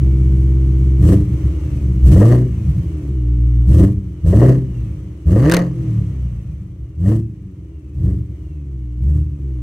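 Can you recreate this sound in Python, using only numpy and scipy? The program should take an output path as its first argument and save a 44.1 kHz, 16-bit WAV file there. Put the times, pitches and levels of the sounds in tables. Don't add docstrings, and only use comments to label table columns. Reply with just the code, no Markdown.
import sys
import numpy as np
from scipy import signal
from scipy.fft import rfft, irfft, next_fast_len
from scipy.io import wavfile
from scipy.ndimage import uniform_filter1d, minimum_filter1d

SR = 44100
rng = np.random.default_rng(int(sys.argv[2]) if len(sys.argv) > 2 else 0)


def bounce(signal):
    frames = np.transpose(np.atleast_2d(signal))
    limited = np.clip(frames, -1, 1)
    pcm = np.round(limited * 32767).astype(np.int16)
    wavfile.write(sys.argv[1], SR, pcm)


N = 424241

CYLINDER_EXCESS = [0.73, -0.0051, -1.43, 0.37, 0.19, 0.6, -1.68, -0.45]
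# (multiple of the firing rate [ratio], level [dB])
SWELL_HARMONICS = [(1, 1.5), (2, -0.5), (3, -17)]
CHAMBER_TRIPS_S = [.0017, .0029, .0047]
# (frequency [Hz], gain [dB])
BOOM_COLOUR = [(25, -16), (45, -19.5), (62, 9), (90, -2.5), (125, 3.5), (170, -5.5), (195, -2), (220, -9),
               (255, -7.5), (315, -12.5), (350, -11.5), (420, -11)]
BURBLE_COLOUR = [(20, -60.5), (38, -27), (50, 0.5), (58, 2), (68, 15), (88, -14), (104, -1), (117, 6.5),
                 (135, 3), (160, -3), (185, 3.5), (225, -24.5), (300, -64)]
BARK_COLOUR = [(130, -39), (205, -4), (245, -22.5), (280, -3.5), (305, 4), (328, 0), (362, -10),
               (403, -7.5), (445, -30.5), (520, -23), (800, -68.5)]
RASP_COLOUR = [(250, -1.5), (420, 5.5), (520, 4), (660, -2.5), (820, -17), (1000, -16), (1220, -15),
               (1480, -29.5), (1880, -19), (2250, -47), (2900, -36), (4000, -66.5)]
# (opens [s], pedal travel [s], held [s], climb [s], top firing rate [Hz],
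# coasting time constant [s], boom [dB], burble [dB], bark [dB], rasp [dB], hiss [dB])
THROTTLE_BLIPS = [(0.975, 0.044, 0.15, .19, 100.1, 1.57, -6, -10.5, -13.5, -23, -38),
                  (2.012, 0.034, 0.33, 0.33, 123.8, 1.05, -2.5, -14.5, -14, -17.5, -35),
                  (3.63, 0.065, .2, 0.27, 100.8, 1.25, -4.5, -10.5, -14, -22.5, -37.5),
                  (4.232, 0.023, 0.29, .24, 130.1, 1.28, -6, -13.5, -17, -21.5, -40.5),
                  (5.248, 0.021, .342, .305, 173.6, 1.54, -8, -21.5, -14.5, -14.5, -42.5),
                  (6.95, 0.084, .172, .19, 111, 1.5, -9, -18.5, -18.5, -29, -43),
                  (7.895, 0.14, 0.22, 0.22, 94.64, 1.36, -16.5, -14, -25.5, -39, -51),
                  (8.94, 0.11, 0.24, .21, 75.7, 1.29, -11, -17.5, -33, -45.5, -53.5)]
# (attack [pedal travels], rise with revs [dB/octave],
# sag while held [dB/s], release [dB/s], flutter [dB])
BOOM_RESPONSE = (1.3, 1.2, 15.5, 107, 1.3)
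BURBLE_RESPONSE = (1.9, -10.5, 12, 62, 2.5)
BARK_RESPONSE = (2.54, 9, 5.3, 130, 2.3)
RASP_RESPONSE = (1.88, 16, 11, 215, 1.4)
HISS_RESPONSE = (2.64, 5.4, 35.3, 196, 1.2)
# (time [s], boom [dB], burble [dB], bark [dB], hiss [dB])
SHUT_LEVELS = [(0, -11, -18, -28, -61.5), (.97, -11, -21, -28.5, -62), (1.4, -28, -18, -29.5, -59.5),
               (1.72, -24.5, -20.5, -32.5, -60), (1.88, -16, -18.5, -31, -62.5),
               (2.62, -21.5, -21, -38, -61.5), (2.98, -23.5, -26, -31, -63),
               (3.24, -13.5, -24, -31.5, -67.5), (3.62, -10, -25.5, -34, -66),
               (4.1, -35.5, -38.5, -39.5, -69.5), (4.78, -31.5, -19.5, -38.5, -64.5),
               (5.2, -34, -34, -40.5, -69.5), (5.88, -26.5, -15, -30.5, -61.5),
               (6.3, -32, -20, -48.5, -67.5), (6.78, -37.5, -31, -45.5, -74.5),
               (7.8, -36.5, -33.5, -42.5, -74.5), (8.35, -35.5, -33, -41, -71),
               (8.75, -24, -36, -42, -74.5), (9.6, -20.5, -36, -37, -70.5)]
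# (time [s], level [dB])
LATE_FIRINGS = [(1.46, -12), (2.695, -11.5), (2.78, -14), (2.87, -20)]
# (multiple of the firing rate [ratio], level [dB])
DRONE_TONES = [(0.5, -11), (0.75, 0)]
# (time [s], level [dB])
HARD_FIRINGS = [(1.089, -20.5), (1.125, -21), (2.058, -28.5), (2.160, -10.5), (2.182, -34), (2.212, -6),
                (3.810, -21.5), (4.260, -28.5), (4.326, -13), (4.415, -4), (4.498, -20), (5.285, -29.5),
                (5.327, -23), (5.360, -16), (5.400, -27.5), (7.057, -26), (7.112, -23), (8.070, -39.5)]
# (frequency [Hz], gain [dB])
BLARE_COLOUR = [(700, -8.5), (1170, 6), (1400, -6.5), (1630, 1), (1880, 5.5), (2100, -2.5), (2400, -12),
                (2900, -8), (3500, -24), (4500, -11), (5400, -22.5), (6200, -13.5), (8000, -28.5),
                (15000, -36.5)]
# (time [s], level [dB])
FUEL_CRACKS = [(5.4968, -20), (5.5145, -18), (5.5203, -13), (5.5375, -13), (5.5438, -14), (5.5668, -15),
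               (5.590, -29)]
# (frequency [Hz], gain [dB])
CRACK_COLOUR = [(300, -6), (650, 6), (1200, 8), (1900, 13), (2200, 3), (3400, -1), (4200, 3), (5500, -4),
                (6300, 2), (7600, -6), (8700, -1), (10000, -9), (11300, -6), (15000, -18)]
PIPE_RING_COLOUR = [(200, -33), (600, 9), (1900, 10.5), (3000, 12), (12000, -11.5)]
# (frequency [Hz], gain [dB])
JET_COLOUR = [(600, -20), (1200, 2), (2000, 4), (2500, 0), (2930, 5), (3550, -4), (4500, 0), (6100, 1),
              (7000, -2), (8300, 0), (11200, -1), (13300, -7), (16000, -9)]
# (frequency [Hz], gain [dB])
VALVE_COLOUR = [(250, -4.5), (600, -2.5), (800, -1), (1220, 0.5), (1650, -8.5), (2050, -3), (2300, -2),
                (2520, -7), (3020, -6), (3450, -12.5), (5300, -19), (6000, -10), (6600, -15.5),
                (12000, -42)]
# (multiple of the firing rate [ratio], level [dB])
WHINE_TONES = [(23.55, -6), (35.33, -6.5), (47.1, -12)]
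# (frequency [Hz], gain [dB])
PANEL_COLOUR = [(600, -20), (1500, -8), (1950, -12), (2300, -4), (2650, 2), (2950, 0), (3300, -13),
                (4500, -32)]
# (frequency [Hz], gain [dB])
SCATTER_COLOUR = [(60, -38.5), (130, -28.5), (300, -19), (650, -6.5), (1400, -7), (3000, -13.5),
                  (15000, -7)]

FAST_IDLE_HZ, IDLE_HZ = 65.27, 59.63


def exhaust(firings, rate_hz, boom_db, burble_db, bark_db, rasp_db, jitter_s=.0001, suction_lag=0.43):
    count = np.arange(1, int(firings[-1]))
    at = np.interp(count, firings, np.arange(N))
    pulse_hz = rate_hz[at.astype(int)]
    timing_error, size_error = rng.standard_normal((len(count), 2)).T
    at = at + jitter_s * SR * timing_error
    unevenness = undb(burble_db - boom_db)
    spread = np.minimum(1, unevenness[at.astype(int)]) ** 0.18 * np.minimum(1, 100 / pulse_hz) ** 2
    excess = np.array(CYLINDER_EXCESS)[count % len(CYLINDER_EXCESS)] + spread * size_error
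    even, uneven = pulses(at, np.ones(len(at))), pulses(at, excess)
    clean = 1 / (1 + unevenness)
    overtones = np.minimum(1, 2 * clean)
    swell = sum(undb(db) * (overtones if multiple > 1 else 1) * np.cos(2 * np.pi * multiple * firings)
                for multiple, db in SWELL_HARMONICS)
    boom = steady(colour(swell, BOOM_COLOUR), .04) * undb(boom_db)
    slugs = uneven - pulses(at + suction_lag * SR / pulse_hz, excess)
    burble = steady(colour(silencer(slugs), BURBLE_COLOUR), .06) * undb(burble_db)
    roughness = 0.15 + 0.66 * (1 - clean)
    pressure = silencer((0.26 + clean) * even + roughness * uneven)
    bark = steady(colour(pressure, BARK_COLOUR), 0.03) * undb(bark_db)
    swirl = np.exp(-(firings % 1) / .4) * rng.standard_normal(N) * roughness * undb(-8)
    rasp = steady(colour(pressure + swirl, RASP_COLOUR), 0.022) * undb(rasp_db)
    return boom + burble + bark + rasp


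def silencer(x, feedback=.8):
    size = next_fast_len(N + SR // 4, True)
    spectrum = rfft(x, size)
    for trip_s in CHAMBER_TRIPS_S:
        delay = np.exp(-2j * np.pi * trip_s * SR / size * np.arange(len(spectrum)))
        spectrum = spectrum * (delay - feedback) / (1 - feedback * delay)
    return irfft(spectrum, size)[:N]


def crank(t, hang_s=.12):
    rate_hz = np.full(N, FAST_IDLE_HZ)
    for opens, _, held, climb, top_hz, coast, *_ in THROTTLE_BLIPS:
        coasting_hz = top_hz * np.exp(-np.maximum(t - opens - held - hang_s, 0) / coast)
        rate_hz += ease((t - opens) / climb) * (np.maximum(coasting_hz, IDLE_HZ) - rate_hz)
    return rate_hz


def on_throttle(t, rate_hz):
    responses = BOOM_RESPONSE, BURBLE_RESPONSE, BARK_RESPONSE, RASP_RESPONSE, HISS_RESPONSE
    gains, flutter = np.zeros((5, N)), walk(55)
    for opens, pedal, held, _, top_hz, _, *levels_db in THROTTLE_BLIPS:
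        now = (t > opens) & (t < opens + held + 1)
        age, octaves = t[now] - opens, np.log2(rate_hz[now] / top_hz)
        for gain, db, response in zip(gains, levels_db, responses):
            attack, per_octave, sag, release, flutter_db = response
            fall_db = sag * np.minimum(age, held) + release * np.maximum(age - held, 0)
            level_db = db + per_octave * octaves - fall_db + flutter_db * flutter[now]
            gain[now] += ease(age / (attack * pedal)) * undb(level_db)
    return gains


def off_throttle(t, rate_hz, dip_db=-2, dip_delay_s=.13, dip_width_s=0.082, thud_width_s=0.029):
    boom_db, burble_db, bark_db, hiss_db = curves(SHUT_LEVELS)
    rasp_db = hiss_db + 14.5
    waver_db = 2.5 * ease((rate_hz - FAST_IDLE_HZ) / 10)
    boom_db += waver_db * walk(22)
    burble_db += waver_db * walk(28)
    dip = sum(np.exp(-((t - opens - held - dip_delay_s) / dip_width_s) ** 2)
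              for opens, _, held, *_ in THROTTLE_BLIPS)
    levels_db = np.array([boom_db, burble_db, bark_db, rasp_db, hiss_db]) + dip_db * dip
    boom, burble, bark, rasp, hiss = undb(levels_db)
    thuds = sum(undb(db) * np.exp(-((t - s) / thud_width_s) ** 2) for s, db in LATE_FIRINGS)
    return boom, np.hypot(burble, thuds), bark, rasp, hiss


def drone(firings, gain):
    tones = sum(undb(db + 3.5 * walk(19)) * np.cos(2 * np.pi * multiple * firings + 0.35 * walk(25))
                for multiple, db in DRONE_TONES)
    return steady(colour(tones, BURBLE_COLOUR), .08) * gain


def kicks(gain_db=10):
    return colour(bursts(HARD_FIRINGS, decay_s=0.021), RASP_COLOUR) * undb(gain_db)


def blare(firings, rate_hz, rasp_db, offset_db=-13, per_octave_db=7, uneven_db=3.0, width_db=-5):
    excess = np.array(CYLINDER_EXCESS)[firings.astype(int) % len(CYLINDER_EXCESS)]
    gate = np.exp(-(firings % 1) / 0.39) * undb(uneven_db * excess)
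    middle, side = colour(rng.standard_normal((2, N)) * gate, BLARE_COLOUR)
    ring = (middle + undb(width_db) * np.array([side, -side])) / np.std(middle)
    return ring * undb(rasp_db + offset_db + per_octave_db * np.log2(rate_hz / rate_hz.max()))


def cracks(decay_s=.0021, ring_db=-17, width_db=-7):
    snap = bursts(FUEL_CRACKS, decay_s)
    ring = colour(bursts(FUEL_CRACKS, decay_s=0.007), PIPE_RING_COLOUR)
    middle = snap + undb(ring_db) * ring
    side = undb(width_db) * bursts(FUEL_CRACKS, decay_s)
    return colour(np.array([middle + side, middle - side]), CRACK_COLOUR)


def gas_jet(firings, hiss_db, puff=0.14, cavity_s=0.00053):
    puffs = 1 - puff + puff * np.exp(-(firings % 1) / 0.39)
    gate = puffs * undb(1.3 * np.cos(np.pi * firings / 2) + walk(70))
    t = np.arange(SR // 50) / SR
    cavity = rng.standard_normal((2, len(t))) * np.exp(-t / cavity_s)
    cavity = 1.4 * cavity / np.linalg.norm(cavity[0]) + (t == 0)
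    turbulence = rng.standard_normal((2, N)) * gate
    jet = colour(signal.fftconvolve(turbulence, cavity, axes=1)[:, :N], JET_COLOUR)
    return jet / np.std(jet) * undb(hiss_db + 3.5)


def engine_bay(firings, rate_hz, gain, tick=0.29, whine_db=-1.0):
    gate = 1 - tick + tick * np.exp(-(firings % 1) / 0.056)
    valves = colour(rng.standard_normal((2, N)) * gate, VALVE_COLOUR)
    slowing = uniform_filter1d(np.clip(-np.gradient(rate_hz) * SR / 60, 0, 1), SR // 10)
    wander = .35 + 1.3 * slowing
    whine = sum(undb(db + 2.7 * walk(9)) * np.sin(2 * np.pi * multiple * firings + wander * walk(70))
                for multiple, db in WHINE_TONES)
    whine = whine * (.85 - .2 * slowing) * (.8 + .45 * walk(220))
    return (valves / np.std(valves) + undb(whine_db) * colour(whine, PANEL_COLOUR)) * gain


def open_road(x, decay_s=0.036, left_db=9.5):
    t = np.arange(SR // 10) / SR
    echoes = rng.standard_normal(len(t)) * np.exp(-t / decay_s)
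    scatter = colour(signal.fftconvolve(x, echoes / np.linalg.norm(echoes))[:N], SCATTER_COLOUR)
    upper = signal.sosfiltfilt(signal.butter(2, 900, "high", fs=SR, output="sos"), x)
    side = scatter + np.tanh(np.log(undb(left_db)) / 2) * upper
    return x + np.array([side, -side])


def bursts(table, decay_s, rise_s=.0006):
    t = np.arange(SR // 4) / SR
    shape = (1 - np.exp(-t / rise_s)) * np.exp(-t / decay_s)
    times, db = np.transpose(table)
    envelope = signal.fftconvolve(pulses(times * SR, undb(db)), shape / shape.max())[:N]
    return envelope * rng.standard_normal(N)


def pulses(at, size):
    at = np.clip(at, 0, N - 2)
    i = at.astype(int)
    return np.bincount(i, size * (1 - at + i), N) + np.bincount(i + 1, size * (at - i), N)


def colour(x, points):
    size = next_fast_len(N + SR // 2, True)
    size += size % 2
    hz, db = np.transpose(points)
    bin_hz = np.arange(size // 2 + 1) * SR / size
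    log_gain = np.interp(np.log(bin_hz + 1), np.log(hz), np.log(undb(db)))
    cepstrum = irfft(log_gain)
    cepstrum[1:size // 2] *= 2
    cepstrum[size // 2 + 1:] = 0
    return irfft(rfft(x, size) * np.exp(rfft(cepstrum)))[..., :N]


def steady(x, span_s):
    span = int(span_s * SR)
    power = uniform_filter1d(uniform_filter1d(x ** 2, span), span)
    return x / np.sqrt(np.abs(power) + 1e-6 * np.mean(x ** 2))


def walk(rate_hz):
    hold = int(SR / rate_hz)
    steps = np.repeat(rng.standard_normal(N // hold + 1), hold)
    return 1.3 * uniform_filter1d(uniform_filter1d(steps, hold), hold)[:N]


def curves(table):
    times, *columns = np.transpose(table)
    return [np.interp(np.arange(N) / SR, times, column) for column in columns]


def ease(u):
    u = np.clip(u, 0, 1)
    return u * u * (3 - 2 * u)


def undb(db):
    return 10 ** (np.asarray(db) / 20)


def scene(drone_from_hz=92, drone_max_share=0.78):
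    t = np.arange(N) / SR
    rate_hz = crank(t)
    loaded = on_throttle(t, rate_hz)
    boom, burble, bark, rasp, hiss = off_throttle(t, rate_hz)
    share = drone_max_share * ease((rate_hz - drone_from_hz) / 22)
    coasting = np.array([boom, burble * np.sqrt(1 - share), bark, rasp, hiss])
    boom_db, burble_db, bark_db, rasp_db, hiss_db = 20 * np.log10(np.hypot(loaded, coasting))
    firings = np.cumsum(rate_hz * (1 + .002 * walk(14))) / SR
    pipes = exhaust(firings, rate_hz, boom_db, burble_db, bark_db, rasp_db)
    pipes += drone(firings, burble * np.sqrt(share)) + kicks()
    tail = open_road(pipes) + blare(firings, rate_hz, rasp_db) + gas_jet(firings, hiss_db)
    return tail + engine_bay(firings, rate_hz, hiss * undb(10.5)) + cracks()


def record(dry, ceiling=1.0, window_samples=300, top_hz=15800):
    gain = np.minimum(1, ceiling / (np.abs(dry).max(axis=0) + 1e-9))
    limited = dry * uniform_filter1d(minimum_filter1d(gain, window_samples), window_samples)
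    return signal.sosfilt(signal.ellip(8, .2, 80, top_hz, fs=SR, output="sos"), limited)


dry = scene()
out = record(dry)
bounce(out)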